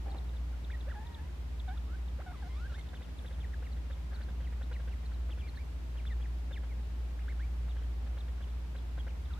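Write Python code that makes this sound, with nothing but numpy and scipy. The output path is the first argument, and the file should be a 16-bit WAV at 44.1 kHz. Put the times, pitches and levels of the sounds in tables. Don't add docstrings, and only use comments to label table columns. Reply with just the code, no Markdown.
import sys
import numpy as np
from scipy import signal
from scipy.fft import rfft, irfft, next_fast_len
from scipy.io import wavfile
from scipy.ndimage import uniform_filter1d, map_coordinates

SR = 44100
rng = np.random.default_rng(int(sys.argv[2]) if len(sys.argv) > 2 else 0)


def unload_audio(sound):
    columns = np.transpose(np.atleast_2d(sound))
    steps = np.round(np.clip(columns, -1, 1) * 32767)
    wavfile.write(sys.argv[1], SR, steps.astype(np.int16))


N = 414099

# (frequency [Hz], gain [dB])
RESONANCES = [(330, -7), (530, 4), (740, 3.5), (1050, -5.5), (1550, 7.5), (2050, 1.5), (2550, -5),
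              (3050, -1.5), (3600, 3), (4300, -7), (5500, -8)]
LOW_HZ, RISE_S, LEAP_S = 520.5, .0235, .0135


def chirps(fall_octaves_per_s=26, round_s=.005):
    # (time of top [s], top pitch [Hz], fall time [s], bubble level [dB], whistle level [dB])
    arches = [(.104, 4550, 0.019, -61, -51), (.176, 4260, .014, -60, -49), (.358, 4100, .018, -63, -54),
              (2.957, 3660, 0.023, -54.5, -54.5), (3.033, 3700, 0.028, -57, -56.5),
              (3.27, 3950, 0.018, -55.5, -54.5), (3.333, 3850, .018, -59.5, -58),
              (3.409, 3560, 0.046, -59, -52), (3.647, 2900, 0.032, -56.5, -52.5),
              (3.72, 4550, 0.016, -67, -49), (3.925, 3840, .016, -56, -58),
              (4.148, 4530, 0.017, -57, -47.5), (4.228, 4670, 0.014, -58, -49),
              (4.444, 3200, 0.036, -69, -53.5), (4.636, 4000, .008, -55.5, -53),
              (4.737, 4170, 0.0083, -57, -48), (4.739, 2940, 0.032, -55, -51),
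              (4.917, 2800, 0.029, -68, -53), (5.057, 4320, 0.011, -63, -45),
              (5.137, 4400, .014, -60.5, -51), (5.314, 3500, 0.025, -56, -51),
              (5.399, 3460, .028, -58.5, -52.5), (5.489, 4400, .011, -61, -47),
              (5.564, 4430, 0.014, -61, -49.5), (5.977, 3260, 0.031, -60, -50.5),
              (6.222, 3410, 0.043, -59, -54.5), (6.533, 3640, 0.051, -56.5, -49),
              (7.701, 3900, .028, -61, -55.5), (7.783, 3320, 0.018, -58.5, -58),
              (7.839, 3200, 0.017, -61, -58), (8.194, 4340, 0.025, -54.5, -53.5),
              (8.43, 3490, .017, -56, -52), (8.496, 3970, .02, -61, -63), (8.773, 4200, .019, -55.5, -52.5),
              (9.001, 3380, 0.012, -55.5, -49), (9.092, 3000, 0.021, -53.5, -51)]
    out = np.zeros(N)
    for s, top_hz, fall_s, bubble_db, whistle_db in arches:
        t = np.arange(-RISE_S, fall_s, 1 / SR)
        falling_s = np.hypot(np.maximum(t, 0), round_s) - round_s
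        hz = leap(t, top_hz) * 2 ** (-fall_octaves_per_s * falling_s)
        db = np.interp(t, [-LEAP_S / 2, 0, fall_s], [bubble_db - 4.5, whistle_db - 8.5, whistle_db - 5.5])
        low = np.clip(-t / RISE_S, 0, 1)
        add(out, s - RISE_S, voice(hz, db, rough=.028 + .34 * low ** 2, rolloff_db=9 - 2 * low))
        add(out, s - RISE_S - .003, pop(bubble_db - 5))
    return out


def bubbles(top_hz=3200, fade_db=5):
    # (time [s], level [dB])
    onsets = [(2.719, -55), (2.779, -54), (2.857, -56), (3.083, -56), (3.199, -60), (3.764, -54.5),
              (3.966, -57), (4.285, -54.5), (4.404, -55), (4.524, -56), (4.798, -54), (4.875, -52.5),
              (6.634, -55.5), (8.064, -57), (8.28, -54), (8.376, -58)]
    out = np.zeros(N)
    t = np.arange(-RISE_S, 0, 1 / SR)
    for (s, db), detune in zip(onsets, rng.standard_normal(len(onsets))):
        hz = leap(t, top_hz) * np.exp(.068 * detune)
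        fading_db = db - 9 - fade_db * (1 + t / RISE_S)
        add(out, s, voice(hz, fading_db, rough=.4, rolloff_db=3))
        add(out, s - .002, pop(db - 9))
    return out


def pips(start_hz=4200, end_hz=3100, length_s=.013):
    # (time [s], level [dB])
    notes = [(0.294, -62), (0.647, -58.5), (0.717, -58.5), (0.811, -58), (1.071, -59.5), (1.148, -54.5),
             (1.6, -54.5), (1.688, -60.5), (1.777, -59), (2.084, -62), (2.748, -61), (2.793, -64),
             (2.812, -62), (2.891, -61), (3.189, -59.5), (8.988, -63), (9.257, -64), (9.337, -57)]
    out = np.zeros(N)
    hz = np.linspace(start_hz, end_hz, int(length_s * SR))
    for s, db in notes:
        add(out, s - length_s / 2, voice(hz, db, rough=.028, rolloff_db=16))
    return out


def squeaks():
    # (time [s], length [s], start pitch [Hz], middle pitch [Hz], end pitch [Hz], level [dB])
    bends = [(.525, 0.021, 1800, 1400, 1500, -66), (0.865, 0.027, 486, 526, 700, -56),
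             (1.867, .093, 1104, 1354, 1580, -63), (2.185, 0.041, 494, 793, 1700, -56),
             (2.421, 0.062, 863, 700, 776, -61.5), (3.53, .018, 2300, 1870, 1450, -57.5),
             (5.429, 0.063, 2220, 2390, 1910, -59), (5.572, 0.063, 1600, 2350, 2070, -60.5),
             (6.689, 0.043, 2410, 2280, 2000, -59.5), (7.187, .04, 1090, 2830, 1980, -61),
             (7.276, 0.054, 947, 2200, 1570, -57.5), (7.393, 0.063, 1355, 2070, 2430, -60.5),
             (9.302, 0.087, 1585, 1180, 1560, -65)]
    out = np.zeros(N)
    for s, length_s, start_hz, middle_hz, end_hz, db in bends:
        parabola = np.polyfit([0, .5, 1], [start_hz, middle_hz, end_hz], 2)
        hz = np.polyval(parabola, np.linspace(0, 1, int(length_s * SR)))
        add(out, s, husky(hz, db, tire_db=2.5, rough=.17, rolloff_db=9.5))
    return out


def whines(glide_s=.006):
    # (time [s], pitch [Hz])
    contours = [
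        [(.698, 1254), (.718, 2720), (.738, 1880), (.754, 1900)],
        [(.888, 697), (.905, 2120), (.928, 1240)],
        [(.935, 1045), (.955, 820), (1.02, 860), (1.1, 967), (1.195, 858), (1.28, 1040), (1.3, 1670)],
        [(1.679, 758), (1.705, 728), (1.745, 876), (1.78, 1440)],
        [(2.263, 750), (2.318, 715), (2.34, 1375), (2.37, 1000), (2.41, 990)],
        [(2.49, 1007), (2.55, 1087), (2.62, 1417), (2.671, 1610)],
        [(2.695, 1473), (2.735, 1310), (2.775, 2134), (2.803, 2110)],
        [(6.051, 1100), (6.063, 3440), (6.073, 3630), (6.106, 2020), (6.132, 1790)],
    ]
    # (level [dB], weakening over the call [dB], overtone rolloff [dB])
    efforts = [(-57, -5, 12), (-58.5, 0, 7), (-60, 8.5, 10), (-59, 8, 9.5), (-58.5, 6, 8.5), (-60.5, -1, 7),
               (-61, -4, 3), (-57, 1, 8.5)]
    out = np.zeros(N)
    for contour, (db, tire_db, rolloff_db) in zip(contours, efforts):
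        s, hz = np.transpose(contour)
        t = np.arange(s[0] - .002, s[-1] + .003, 1 / SR)
        pitch = uniform_filter1d(np.interp(t, s, hz), int(glide_s * SR))
        pitch *= 1 + .0096 * wobble(61.3, len(t))
        add(out, t[0], husky(pitch, db - 1, tire_db, rough=.13, rolloff_db=rolloff_db))
    return out


def pop(db, decay_s=.016):
    t = np.arange(int(1.2 * decay_s * SR)) / SR
    hz = np.full(len(t), LOW_HZ * np.exp(.072 * rng.standard_normal()))
    return voice(hz, db + 2.5 - 9 * (t / decay_s) ** 2, rough=.3, rolloff_db=5.5)


def leap(t, top_hz):
    return LOW_HZ + (top_hz - LOW_HZ) * np.exp(-np.abs(np.minimum(t, 0) / LEAP_S) ** 2.63)


def husky(hz, db, tire_db, rough, rolloff_db, waver_db=1.8):
    t = np.arange(len(hz)) / SR
    effort_db = -6 * np.exp(-t / .003) + tire_db * (.5 - t / t[-1]) + waver_db * wobble(70, len(t))
    rasp = rough * np.clip(900 / hz, 0, 1) ** 2
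    body_db = 2.5 * np.clip(np.log2(1400 / hz), 0, 1)
    return voice(hz, db + effort_db + body_db, rasp, rolloff_db)


def voice(hz, db, rough, rolloff_db, jitter=.013, flutter_db=1.08):
    size = len(hz)
    t = np.arange(size) / SR
    fundamental_db = db + along(RESONANCES, hz)
    hz = hz * (1 + (jitter + .13 * rough) * wobble(600, size))
    harmonics = np.zeros(size)
    for k in range(1, 6):
        resonance_db = along(RESONANCES, k * hz) - along(RESONANCES, hz)
        source_db = -rolloff_db * (k - 1) ** .6 * (hz / 800) ** .24 + flutter_db * wobble(148, size)
        harmonics += amp(source_db + resonance_db) * sine(k * hz) * (k * hz < SR / 2)
    edges = np.sin(np.pi / 2 * np.clip(np.minimum(t, t[-1] - t) / .003, 0, 1)) ** 2
    return harmonics * edges * amp(fundamental_db)


def cage(calls, lag_s=.00004):
    out = amp([[-1], [0]]) * filtered(calls, lambda hz: np.exp(1j * np.pi * hz * lag_s * np.c_[[-1, 1]]))
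    size = SR // 5
    t = np.arange(size) / SR
    fade = lambda db, t60_s: amp(db) * unit(amp(-60 * t / t60_s)) / np.sqrt(size)
    decay = np.hypot(fade(-9, t60_s=.017), fade(-16, t60_s=.23))
    for start in range(0, N, size // 2):
        piece = calls[start:start + size]
        piece = piece * np.hanning(size)[:len(piece)]
        reflections = decay * rng.standard_normal((2, size))
        add(out, start / SR, signal.fftconvolve(piece[None], reflections, axes=1))
    return out


def bedding(grain_db=3):
    # (time [s], length [s], level [dB], centre [Hz], nominal bandwidth [Hz])
    rustles = [(0.054, .19, -51.5, 784, 100), (0.055, 0.27, -51.5, 330, 700),
               (2.358, 0.82, -67.5, 3500, 3000), (3.17, 0.43, -76, 9200, 2500),
               (4.108, 0.21, -58.5, 1520, 600), (7.999, 0.41, -62, 600, 1000)]
    out = np.zeros((2, N))
    for s, length_s, db, centre_hz, width_hz in rustles:
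        size = int(length_s * SR)
        progress = np.linspace(0, 1, size)
        noise = rng.standard_normal((2, size)) + 1.1 * rng.standard_normal(size)
        grains = noise * amp(grain_db * wobble(217, size))
        puff = unit(filtered(grains, lambda hz: band(hz, centre_hz, .96 * width_hz) ** 2))
        add(out, s, puff * amp(db) * np.minimum(progress / .026, 1) * (1 - progress))
    return out


def machines(higher_hz=74):
    # (time [s], frequency [Hz])
    lower_pitch = [(5.7, 59.08), (6.2, 58.68)]
    # (time [s], level [dB])
    lower_level = [(0.0, -39.5), (0.29, -36), (0.91, -38.5), (1.2, -48), (1.44, -38), (2.14, -36.5),
                   (2.25, -47.5), (2.56, -36.5), (3.16, -46), (3.37, -38), (5.25, -36.5), (5.6, -42),
                   (6.17, -33.5), (6.43, -37.5), (7.5, -34.5), (8.89, -38), (9.07, -35.5), (9.39, -40.5)]
    higher_level = [(0.0, -44.5), (0.57, -59), (0.71, -46.5), (5.12, -49.5), (5.41, -46), (6.49, -58),
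                    (8.21, -49.5), (9.02, -53), (9.34, -39), (9.39, -59)]
    # (frequency [Hz], level [dB], drift [Hz])
    partials = [(119.8, -61, 0.48), (153.2, -63.5, 0.8), (733, -81.5, 5.8), (3790, -87, 1.905),
                (7450, -97, 1.14)]
    lower = amp(curve(lower_level)) * sine(curve(lower_pitch) + .15 * wobble(3.13))
    higher = amp(curve(higher_level)) * sine(higher_hz + .59 * wobble(2.995))
    rumble = amp(-51.5) * unit(filtered(rng.standard_normal(N), lambda hz: band(hz, 63.7, 41.4) ** 4))
    tones = sum(amp(db) * sine(hz + drift_hz * wobble(15)) for hz, db, drift_hz in partials)
    return lower + higher + rumble + tones


def air(level_db=-51.5):
    # (frequency [Hz], relative spectral density [dB])
    spectrum = [(25, -10.5), (95, -0.5), (130, -3.5), (229, -6), (330, -10), (500, -15), (875, -17),
                (1220, -20), (1800, -22.5), (2500, -24), (3500, -26.5), (5500, -32), (11500, -40.5),
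                (13500, -38.5)]
    # (frequency [Hz], left-right correlation [0 to 1])
    coherence = [(80, 0.27), (170, 0.73), (350, 0.28), (2000, 0), (8000, 0)]

    def mid_and_side(hz):
        angle = np.arccos(along(coherence, hz)) / 2
        return amp(along(spectrum, hz)) * [np.cos(angle), np.sin(angle)]

    mid, side = filtered(rng.standard_normal((2, N)), mid_and_side)
    return amp(level_db + .13 * wobble(2.2)) * unit(np.array([mid + side, mid - side]))


def amp(db):
    return 10 ** (np.asarray(db) / 20)


def unit(x):
    return x / np.sqrt(np.mean(x ** 2) + 1e-20)


def along(points, hz):
    frequencies, values = np.transpose(points)
    return np.interp(np.log(hz + 1), np.log(frequencies + 1), values)


def curve(points):
    return np.interp(np.arange(N) / SR, *np.transpose(points))


def wobble(rate, size=N):
    knots = rng.standard_normal(int(size * rate / SR) + 4)
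    return map_coordinates(knots, [np.arange(size) * rate / SR])


def filtered(x, response):
    size = x.shape[-1]
    padded = next_fast_len(size + 2 ** 13)
    return irfft(rfft(x, padded) * response(np.fft.rfftfreq(padded, 1 / SR)), padded)[..., :size]


def band(hz, centre_hz, width_hz):
    return 1j * hz * width_hz / (centre_hz ** 2 - hz ** 2 + 1j * hz * width_hz)


def sine(hz):
    return np.sqrt(2) * np.sin(2 * np.pi * np.cumsum(hz) / SR)


def add(track, s, sound):
    part = track[..., max(round(s * SR), 0):][..., :sound.shape[-1]]
    part += sound[..., :part.shape[-1]]


def scene():
    calls = chirps() + bubbles() + pips() + squeaks() + whines()
    return cage(calls) + bedding() + machines() + air()


def record(dry, top_hz=14300):
    return filtered(dry, lambda hz: hz < top_hz)


dry = scene()
out = record(dry)
unload_audio(out)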